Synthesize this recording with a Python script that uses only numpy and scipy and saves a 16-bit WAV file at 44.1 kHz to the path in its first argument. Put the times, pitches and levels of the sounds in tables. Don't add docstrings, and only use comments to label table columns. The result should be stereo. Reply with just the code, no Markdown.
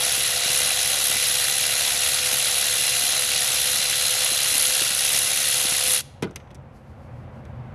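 import sys
import numpy as np
from scipy import signal
from scipy.fft import rfft, irfft, next_fast_len
from scipy.io import wavfile
from scipy.ndimage import uniform_filter1d, map_coordinates

SR = 44100
rng = np.random.default_rng(int(sys.argv[2]) if len(sys.argv) > 2 else 0)


def log_audio(samples):
    frames = np.atleast_2d(samples).T
    limited = np.clip(frames, -1, 1)
    pcm = np.round(limited * 32767).astype(np.int16)
    wavfile.write(sys.argv[1], SR, pcm)


def gain_from_decibels(decibels):
    exponent = np.asarray(decibels, float) / 20
    return 10 ** exponent


N = 341334
T = np.arange(N) / SR
EASE_S, EASE_DB_PER_S = 5.97, -220
STOP_S, STOP_DB_PER_S, BRAKE_S = 6.008, -1100, 0.02


def unit(x):
    return x / np.sqrt(np.mean(x ** 2) + 1e-20)


def along(points, hz):
    f, v = np.transpose(points)
    return np.interp(np.log(hz + 1), np.log(f + 1), v)


def curves(rows):
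    s, *cols = np.transpose(rows)
    return [np.interp(T, s, c) for c in cols]


def wander(knots_hz):
    return map_coordinates(rng.standard_normal(int(N * knots_hz / SR) + 4), [T * knots_hz])


def bell(at_s, half_s):
    return np.exp(-((T - at_s) / half_s) ** 2)


def filtered(x, response):
    m = next_fast_len(N + SR // 2)
    return irfft(rfft(x, m) * response(np.fft.rfftfreq(m, 1 / SR)), m)[..., :N]


def resonances(modes):
    def response(f):
        total = 0
        for k, (centre, width, db) in enumerate(modes):
            mode = 1j * f * width / (centre * centre - f * f + 1j * f * width)
            total = total + (-1) ** k * gain_from_decibels(db) * mode
        return total
    return response


def pushes(times_s, db):
    return np.bincount(np.round(times_s * SR).astype(int), gain_from_decibels(db), N)


def bursts(times_s, db, t60_s):
    out, t = np.zeros(N + SR), T[:SR // 8]
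    for s, gain, life_s in np.broadcast(times_s, gain_from_decibels(db), t60_s):
        decay = gain_from_decibels(-60 * t / np.clip(life_s, 0.005, 0.12))
        out[round(s * SR):][:len(t)] += gain * decay * rng.standard_normal(len(t))
    return out[:N]


# frequency in Hz, left-right correlation (-1 to 1).
LIKENESS = [(30, 0.96), (60, 1), (150, 1), (300, 0.97), (550, 0.82), (1650, -0.34), (4970, -0.67),
            (15000, -0.55)]


def rush(spectrum):
    def response(hz):
        turn = np.arccos(np.clip(along(LIKENESS, hz), -1, 1)) / 2
        return gain_from_decibels(along(spectrum, hz)) * [np.cos(turn), np.sin(turn)]
    mid, side = filtered(rng.standard_normal((2, N)), response)
    return unit(np.array([mid + side, mid - side]))


# frequency in Hz, relative level in dB per Hz.
RUMBLE_SLOPE = [(15, -52), (28, -25), (45, -9.5), (87, 2.5), (120, -9.5), (133, 4.5), (168, -12), (221, -5),
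                (340, -27.5), (400, -39.5), (520, -65), (880, -120)]
WASH_SLOPE = [(180, -30.5), (300, -11), (457, -12.5), (518, -5.5), (686, -10.5), (765, -9), (881, -11),
              (2280, -20.5), (3270, -28), (12500, -59.5), (16200, -97.5), (22000, -120)]
# time in seconds, gain in dB.
BACKGROUND_SWELL = [(0, 1), (5.9, 0), (6.4, 4.5), (6.8, 4.5), (7.3, 9), (7.74, 10)]
# time in seconds, level in dB over the hum, pitch in Hz.
HUM_THROBS = [(7.17, 18, 119), (7.59, 15.5, 122.3)]
RUMBLE_DB, WASH_DB, WASH_PER_RUMBLE_SWELL = -49.5, -54, 0.93
HUM_HZ, HUM_DB, THROB_HALF_S = 120.5, -54, 0.099


def shop():
    swell_db, = curves(BACKGROUND_SWELL)
    hum_hz = HUM_HZ + sum((hz - HUM_HZ) * bell(s, 2 * THROB_HALF_S) for s, _, hz in HUM_THROBS)
    hum_db = HUM_DB + sum(db * bell(s, THROB_HALF_S) for s, db, _ in HUM_THROBS)
    hum = np.sqrt(2) * gain_from_decibels(hum_db + 1.8 * wander(8)) * np.sin(2 * np.pi * np.cumsum(hum_hz) / SR)
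    rumble = gain_from_decibels(RUMBLE_DB + swell_db + 0.6 * wander(2.52)) * rush(RUMBLE_SLOPE)
    wash = gain_from_decibels(WASH_DB + WASH_PER_RUMBLE_SWELL * swell_db + 0.7 * wander(4.4)) * rush(WASH_SLOPE)
    return rumble + wash + hum


# frequency in Hz, relative level in dB per Hz.
CLOTH_SLOPE = [(2500, -29.5), (4500, -1.5), (8000, -9), (11000, -8.5), (13000, -14), (15000, -46.5)]
SLEEVE_S, SLEEVE_DB, REACH_DB_PER_S, SETTLE_DB_PER_S = 6.76, -63.5, 250, 11


def sleeve():
    shape_db = np.minimum(REACH_DB_PER_S * (T - SLEEVE_S), SETTLE_DB_PER_S * (SLEEVE_S - T))
    return gain_from_decibels(SLEEVE_DB + shape_db + 2.2 * wander(21)) * rush(CLOTH_SLOPE)


# time in seconds, relative clank level in dB,
# thud in dB relative to clank, tick in dB relative to clank, left over right in dB for clank and tick.
CONTACTS = [(6.2235, -22, 5.5, -0.5, 1), (6.232, -28, 6, 0, 2), (6.242, -33, 12, -3, 1.5),
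            (6.251, -41.5, 17, -12, -5.5), (6.2711, -51.5, 24, -8.5, -3), (6.2933, -52, 18.5, -10, -0.5),
            (6.3098, -49.5, 13, 6, -2.5), (6.358, -40, 2, 2.5, -3.5), (6.359, -31.5, -10, 10.5, -3.5),
            (6.4, -43, -11, -24, -1.5), (6.473, -53, -4.5, -18, -3), (6.505, -47, 5, -6, -0.5),
            (6.512, -51, 6.5, 2, -0.5), (6.546, -48.5, -2, 10.5, 1), (6.5515, -50.5, -5, 10.5, -1),
            (7.452, -48, 3, 0, -3.5)]
# frequency in Hz, width in Hz, level in dB.
BAR_MODES = [(1380, 840, -0.5), (2190, 770, 5), (3440, 1600, 0)]
RIM_MODES = [(4900, 440, -7), (5950, 660, 0), (7570, 1200, -4), (10600, 2400, -3)]
MANIFOLD_MODES = [(109, 50, -1.5), (181.3, 62, 4), (253, 72, 2.5), (337, 58, 2.5), (454, 50, -0.5),
                  (650, 120, -9), (920, 180, -8.5), (1444, 190, -7.5)]
CLANK_T60_S, TICK_T60_S, THUD_T60_S = 0.058, 0.023, 0.082
BAR_TOP_HZ, DULL_HZ, SOFT_HZ = 5500, 10030, 1100


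def bumps():
    s, db, thud_db, tick_db, pan_db = np.transpose(CONTACTS)

    def pair(level_db, t60_s):
        return np.array([bursts(s, level_db + side * pan_db / 2, t60_s) for side in (1, -1)])

    clank = filtered(pair(db + 7.5, CLANK_T60_S),
                     lambda hz: resonances(BAR_MODES)(hz) / (1 + 1j * hz / BAR_TOP_HZ) ** 2)
    tick = filtered(pair(db + tick_db + 3.5, TICK_T60_S), resonances(RIM_MODES))
    steel = filtered(clank + tick, lambda hz: 1 / (1 + 1j * hz / DULL_HZ * 1.12 - (hz / DULL_HZ) ** 2) ** 2)
    blows = pushes(s, db + thud_db + 36.0) + bursts(s, db + thud_db + 14.5, THUD_T60_S)
    thud = filtered(blows, lambda hz: resonances(MANIFOLD_MODES)(hz) / (1 + 1j * hz / SOFT_HZ) ** 2)
    return steel + thud


# time in seconds, relative level in dB.
KNOCKS = [(0.118, -40.5), (0.174, -34), (0.456, -31.5), (0.498, -32), (0.54, -35.5), (0.603, -33),
          (1.097, -36.5), (1.154, -33), (1.223, -39), (1.295, -34.5), (1.521, -41), (1.879, -40),
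          (2.328, -32.5), (2.788, -33.5), (3.006, -33.5), (3.033, -33.5), (3.123, -36.5), (3.502, -39),
          (3.786, -36), (4.018, -39), (4.315, -37), (4.518, -36), (4.549, -33), (4.68, -33), (4.813, -27.5),
          (4.905, -35.5), (5.141, -32.5), (5.229, -46.5), (5.273, -45.5), (5.581, -36.5), (5.647, -31.5),
          (5.717, -33), (5.875, -32.5)]


def wobble():
    s, db = np.transpose(KNOCKS)
    faint = rng.random((80, 2))
    blows = pushes(s, db + 34.5) + bursts(s, db + 13.0, t60_s=0.035)
    blows += bursts(STOP_S * faint[:, 0], -28 - 8 * faint[:, 1], t60_s=0.012)
    return filtered(blows, resonances(MANIFOLD_MODES))


# time in seconds, looseness (share 0-1).
THREAD_PLAY = [(0, 0.11), (2.2, 0.11), (4.1, 0.17), (4.6, 0.98), (5, 0.7), (6, 0.7)]


def looseness():
    return curves(THREAD_PLAY)[0]


# time in seconds, turns in Hz.
SHAFT_SPEED = [(0.05, 500.0), (0.35, 500.25), (0.65, 504.75), (0.82, 502.5), (1.2, 504.5), (1.4, 502.25),
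               (1.55, 504), (1.85, 505.75), (2.05, 502.75), (2.18, 505.75), (2.38, 503), (2.5, 504.5),
               (2.6, 503.25), (2.75, 504.25), (2.95, 503.0), (3.05, 506), (3.2, 505), (3.25, 501),
               (3.38, 500.5), (3.48, 506.5), (3.55, 507.5), (3.65, 503.5), (3.85, 507.5), (3.95, 505.5),
               (4.08, 510), (4.3, 508.5), (4.45, 510), (4.6, 509), (4.84, 510), (4.93, 495), (5.05, 500),
               (5.2, 507), (5.95, 507.25)]
HUNT_HZ, HUNT_LOOSE_HZ = 0.15, 0.45


def shaft_turns():
    hunt_hz = (HUNT_HZ + HUNT_LOOSE_HZ * looseness()) * wander(9)
    return np.cumsum(curves(SHAFT_SPEED)[0] + hunt_hz) / SR


SLIP_CLATTER_DB, SLIP_TONE_DB = -1.3, -11


def slip():
    return bell(4.95, 0.07)


def easing_db():
    return EASE_DB_PER_S * np.maximum(T - EASE_S, 0)


def tone(turns, db, flutter_db, drift_rad):
    level = np.sqrt(2) * gain_from_decibels(db + flutter_db * wander(14))
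    return level * np.sin(2 * np.pi * turns + drift_rad * wander(20))


# multiple of that part's turn, level in dB rms before wander (crank: at 0 s).
MOTOR_TONES = [(1, -45), (4, -44)]
CRANK_TONES = [(3, -61.5), (5, -61), (6, -69.5), (8, -57), (9, -56.5), (10, -49.5), (11, -54), (15, -62)]
MOTOR_DRIFT_RAD, CRANK_DRIFT_RAD = 0.22, 0.7
STRAIN_DB_PER_S = -0.78
WHINE_DB, WHINE_SWELL_DB, SWELL_S, SWELL_HALF_S = -33, 3.5, 4.25, 0.32
FREE_S, FREE_FADE_S, FREE_DB = 4.67, 0.4, -6


def motor_and_crank(shaft, crank):
    total = 0
    for multiple, db in MOTOR_TONES:
        total = total + tone(multiple * shaft, db + 1.5 * wander(35), 2.0, MOTOR_DRIFT_RAD)
    for multiple, db in CRANK_TONES:
        total = total + tone(multiple * crank, db + STRAIN_DB_PER_S * T, 3.5, CRANK_DRIFT_RAD)
    whine_db = WHINE_DB + WHINE_SWELL_DB * bell(SWELL_S, SWELL_HALF_S)
    whine_db += FREE_DB * np.clip((T - FREE_S) / FREE_FADE_S, 0, 1)
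    whine = tone(8 * shaft, whine_db, 1.5, MOTOR_DRIFT_RAD)
    braking = np.clip(1 - (T - STOP_S) / BRAKE_S, 0, 1) ** 2
    return (total + whine) * braking * gain_from_decibels(SLIP_TONE_DB * slip() + easing_db())


REPEAT_SHARE, REPEAT_TURNS = 0.13, 6


def teeth(crank):
    pattern = rng.standard_normal((3, int(crank[-1] / REPEAT_TURNS) + 2, round(N / crank[-1])))
    row = (crank / REPEAT_TURNS).astype(int)
    spot = (crank % 1 * pattern.shape[2]).astype(int)
    fade = crank / REPEAT_TURNS % 1 * np.pi / 2
    return np.cos(fade) * pattern[:, row, spot] + np.sin(fade) * pattern[:, row + 1, spot]


# share of turn, relative housing level in dB, relative head level in dB.
PAWL_CONTACTS = [(.26, -4.5, 10), (.4, -8, -10.5), (0.601, -1, 10.5), (0.899, -13.5, -18.5)]
# time in seconds, grip in dB before each part's share, half length in seconds.
THREAD_GRIPS = [(.55, 7.5, 0.059), (1.105, 6.5, 0.11), (1.406, -3, .04), (1.52, 1, .04), (2.002, -6.5, .04),
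                (2.356, 2.5, 0.091), (2.88, 2, 0.077), (3.2, -8, .03), (3.304, 5.5, 0.034),
                (3.65, 2, 0.041), (4.0, 4.5, .05), (4.24, 3, .03), (4.6, 8, 0.065), (4.82, 5, 0.025),
                (5.16, 5, .05), (5.473, 2.5, 0.054), (5.752, 1.5, .06)]
RETURN_SHARE = -0.43
SLACK_TIGHT_TURNS, SLACK_LOOSE_TURNS = 0.013, 0.07


def clatter(crank, sizes_db, grip_share, t60_s, scatter_db, hiss, snap, rise_s):
    turns = np.arange(int(crank[-1]))[:, None] + np.transpose(PAWL_CONTACTS)[0]
    loose = np.interp(turns, crank, looseness())
    slack = SLACK_TIGHT_TURNS + (SLACK_LOOSE_TURNS - SLACK_TIGHT_TURNS) * loose
    times_s = np.interp(turns + slack * rng.standard_normal(turns.shape), crank, T)
    at = (times_s * SR).astype(int).ravel()
    grip_db = sum(db * bell(s, half_s) for s, db, half_s in THREAD_GRIPS)
    grip_db = grip_share * np.interp(turns, crank, grip_db) * np.where(turns % 1 < 0.5, 1, RETURN_SHARE)
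    size = gain_from_decibels(sizes_db + grip_db + scatter_db * rng.standard_normal(turns.shape)).ravel()
    hits = np.bincount(at, size, N)[:N]

    def dying(life_s):
        return unit(signal.lfilter([1], [1, -gain_from_decibels(-60 / (life_s * SR))], hits))

    rise = round(rise_s * SR)
    swelling = uniform_filter1d(dying(t60_s), rise, origin=rise // 2 - 1)
    burst = swelling + snap * dying(0.004)
    grit = np.sqrt(1 - REPEAT_SHARE) * rng.standard_normal((3, N)) + np.sqrt(REPEAT_SHARE) * teeth(crank)
    return (unit(burst) + hiss) * grit


def mottled(x, depth_db=2):
    z = signal.stft(x, nperseg=256, noverlap=192)[2]
    field = uniform_filter1d(rng.standard_normal(z.shape[1:]), size=4, axis=0)
    field = uniform_filter1d(field, size=4, axis=1)
    return unit(signal.istft(z * gain_from_decibels(depth_db * unit(field)), nperseg=256, noverlap=192)[1][:, :N])


# frequency in Hz, relative level in dB per Hz.
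HOUSING_SLOPE = [(150, -46), (300, -38), (450, -20), (560, -13), (740, -11), (950, -17.5), (1200, -14.5),
                 (1400, -9), (1800, -10.5), (2700, -4), (3100, -4.5), (3900, -0.5), (4800, -5.5),
                 (6300, -4.5), (8500, -10.5), (11000, -18.5), (14400, -54.5), (15000, -89.5)]
# frequency in Hz, width in Hz, level in dB over the slope.
HOUSING_MODES = [(1907, 140, 3.5), (2400, 90, 2), (2800, 160, 4.5), (3240, 100, 2.5), (3430, 110, 2),
                 (4310, 50, 2.5), (5150, 130, 1.5), (5520, 84, 0), (6620, 420, 1.5)]
GROWL_HZ, GROWL_DB_PER_S = 2330, -0.3


def housing_clatter(crank):
    def response(hz):
        modes_db = sum(db / (1 + (2 * (hz - c) / w) ** 2) for c, w, db in HOUSING_MODES)
        return gain_from_decibels(along(HOUSING_SLOPE, hz) + modes_db)

    raw = clatter(crank, np.transpose(PAWL_CONTACTS)[1], grip_share=0.37, t60_s=0.034,
                  scatter_db=2.0, hiss=0.98, snap=0.22, rise_s=0.0008)
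    body = mottled(filtered(raw, response))
    growl = filtered(body, lambda hz: 1 / (1 + (hz / GROWL_HZ) ** 4))
    return body + (gain_from_decibels(GROWL_DB_PER_S * (T - STOP_S / 2)) - 1) * growl


# frequency in Hz, relative level in dB per Hz.
HEAD_SLOPE = [(4400, -26.5), (7500, -14), (8700, -12), (9900, -3), (10300, -1.5), (10650, 3.5),
              (11050, -1.5), (12000, -8.5), (14000, -20), (14500, -30.5), (14800, -55.5), (15600, -71)]
# frequency in Hz, change in dB.
LOOSE_HEAD = [(9000, 2.5), (9900, 2.5), (10400, 0.5), (10700, -3), (12000, -0.5)]


def head_clatter(crank):
    raw = clatter(crank, np.transpose(PAWL_CONTACTS)[2], grip_share=0.99, t60_s=0.017,
                  scatter_db=2.0, hiss=0.69, snap=0.1, rise_s=0.0014)
    loose = np.clip(looseness() + 0.35 * wander(40), 0, 1)
    tight_sound = unit(filtered(raw, lambda hz: gain_from_decibels(along(HEAD_SLOPE, hz))))
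    loose_sound = unit(filtered(raw, lambda hz: gain_from_decibels(along(HEAD_SLOPE, hz) + along(LOOSE_HEAD, hz))))
    return mottled((1 - loose) * tight_sound + loose * loose_sound)


MOTOR_TURNS_PER_CRANK_TURN = 7.125
CLATTER_DB, SIZZLE_DB, SIZZLE_LOOSE_DB = -21, -2.5, 2


def ratchet():
    shaft = shaft_turns()
    crank = shaft / MOTOR_TURNS_PER_CRANK_TURN
    load_db = CLATTER_DB + SLIP_CLATTER_DB * slip() + 0.098 * wander(10)
    load_db += STOP_DB_PER_S * np.maximum(T - STOP_S, 0) + easing_db()
    sizzle_db = SIZZLE_DB + SIZZLE_LOOSE_DB * looseness() + 0.9 * wander(11)
    noise = gain_from_decibels(load_db) * housing_clatter(crank) + gain_from_decibels(load_db + sizzle_db) * head_clatter(crank)
    return noise, motor_and_crank(shaft, crank)


SIDES = np.array([[1], [-1]])
# frequency in Hz, phase in radians.
PORT_LAG = [(600, .1), (1500, .4), (2500, 1.8), (5000, 1.76), (12000, 1.1)]
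# frequency in Hz, share of power (0-1).
BOUNCE_SHARE = [(150, .1), (600, 0.37), (1500, 0.55), (4000, 0.67), (12000, 0.45)]
# frequency in Hz, left over right in dB.
TOOL_BALANCE = [(60, -0.5), (180, -5.5), (550, -1), (1650, -4), (4970, -2.5), (15000, 0)]


def at_ports(noise, tonal):
    def lag(hz):
        return np.exp(-1j * SIDES * along(PORT_LAG, hz) / 2)

    def share(hz):
        return np.clip(along(BOUNCE_SHARE, hz), 0, 1)

    straight = filtered(noise[0], lambda hz: lag(hz) * np.sqrt(1 - share(hz))) + filtered(tonal, lag)
    bounced = filtered(noise[1:], lambda hz: np.sqrt(share(hz)))
    return filtered(straight + bounced, lambda hz: gain_from_decibels(SIDES * along(TOOL_BALANCE, hz) / 2))


def space(x, t60s, delay_s):
    hz, t, z = signal.stft(rng.standard_normal((2, SR // 2)), SR, nperseg=128)
    tail = signal.istft(z * gain_from_decibels(-60 * t / along(t60s, hz)[:, None]), SR, nperseg=128)[1]
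    tail /= np.linalg.norm(tail, axis=1, keepdims=True)
    delayed = np.pad(x, (round(delay_s * SR), 0))
    return signal.fftconvolve(delayed[None], tail, axes=1)[:, :N]


# frequency in Hz, t60 in seconds.
BAY_DECAY = [(300, 0.037), (3000, 0.053), (12000, 0.023)]
HALL_DECAY = [(300, 0.66), (3000, 0.71), (12000, 0.35)]


def reflections(tool, hit):
    hall = gain_from_decibels(-25) * space(tool, HALL_DECAY, delay_s=0.012)
    hall += gain_from_decibels(-20.5) * space(hit, HALL_DECAY, delay_s=0.01)
    return gain_from_decibels(-15.5) * space(hit, BAY_DECAY, delay_s=0.001577) + hall


# frequency in Hz, gain on left minus right in dB.
SIDE_GAIN = [(60, -24.5), (150, -1), (300, 7), (600, -0.5), (2500, -0.5), (9000, 3), (13000, 6)]


def widened(near):
    wide = filtered(near[0] - near[1], lambda hz: gain_from_decibels(along(SIDE_GAIN, hz))) / 2
    return near.mean(0) + SIDES * wide


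def scene():
    noise, tones = ratchet()
    hits = bumps()
    near = at_ports(noise, tones + wobble()) + hits + reflections(noise[0] + tones, hits.mean(0))
    return widened(near) + shop() + sleeve()


def roll_off(x):
    return signal.sosfilt(signal.butter(12, 15710, fs=SR, output="sos"), x)


HISS_DB, CEILING = -75, 0.95


def record(dry):
    hiss = unit(signal.lfilter([1, 2, 1], [1], rng.standard_normal((2, N))))
    wet = dry + gain_from_decibels(HISS_DB) * hiss
    soft = wet / (1 + np.abs(wet / CEILING) ** 8) ** 0.125
    return roll_off(soft)


dry = scene()
out = record(dry)
log_audio(out)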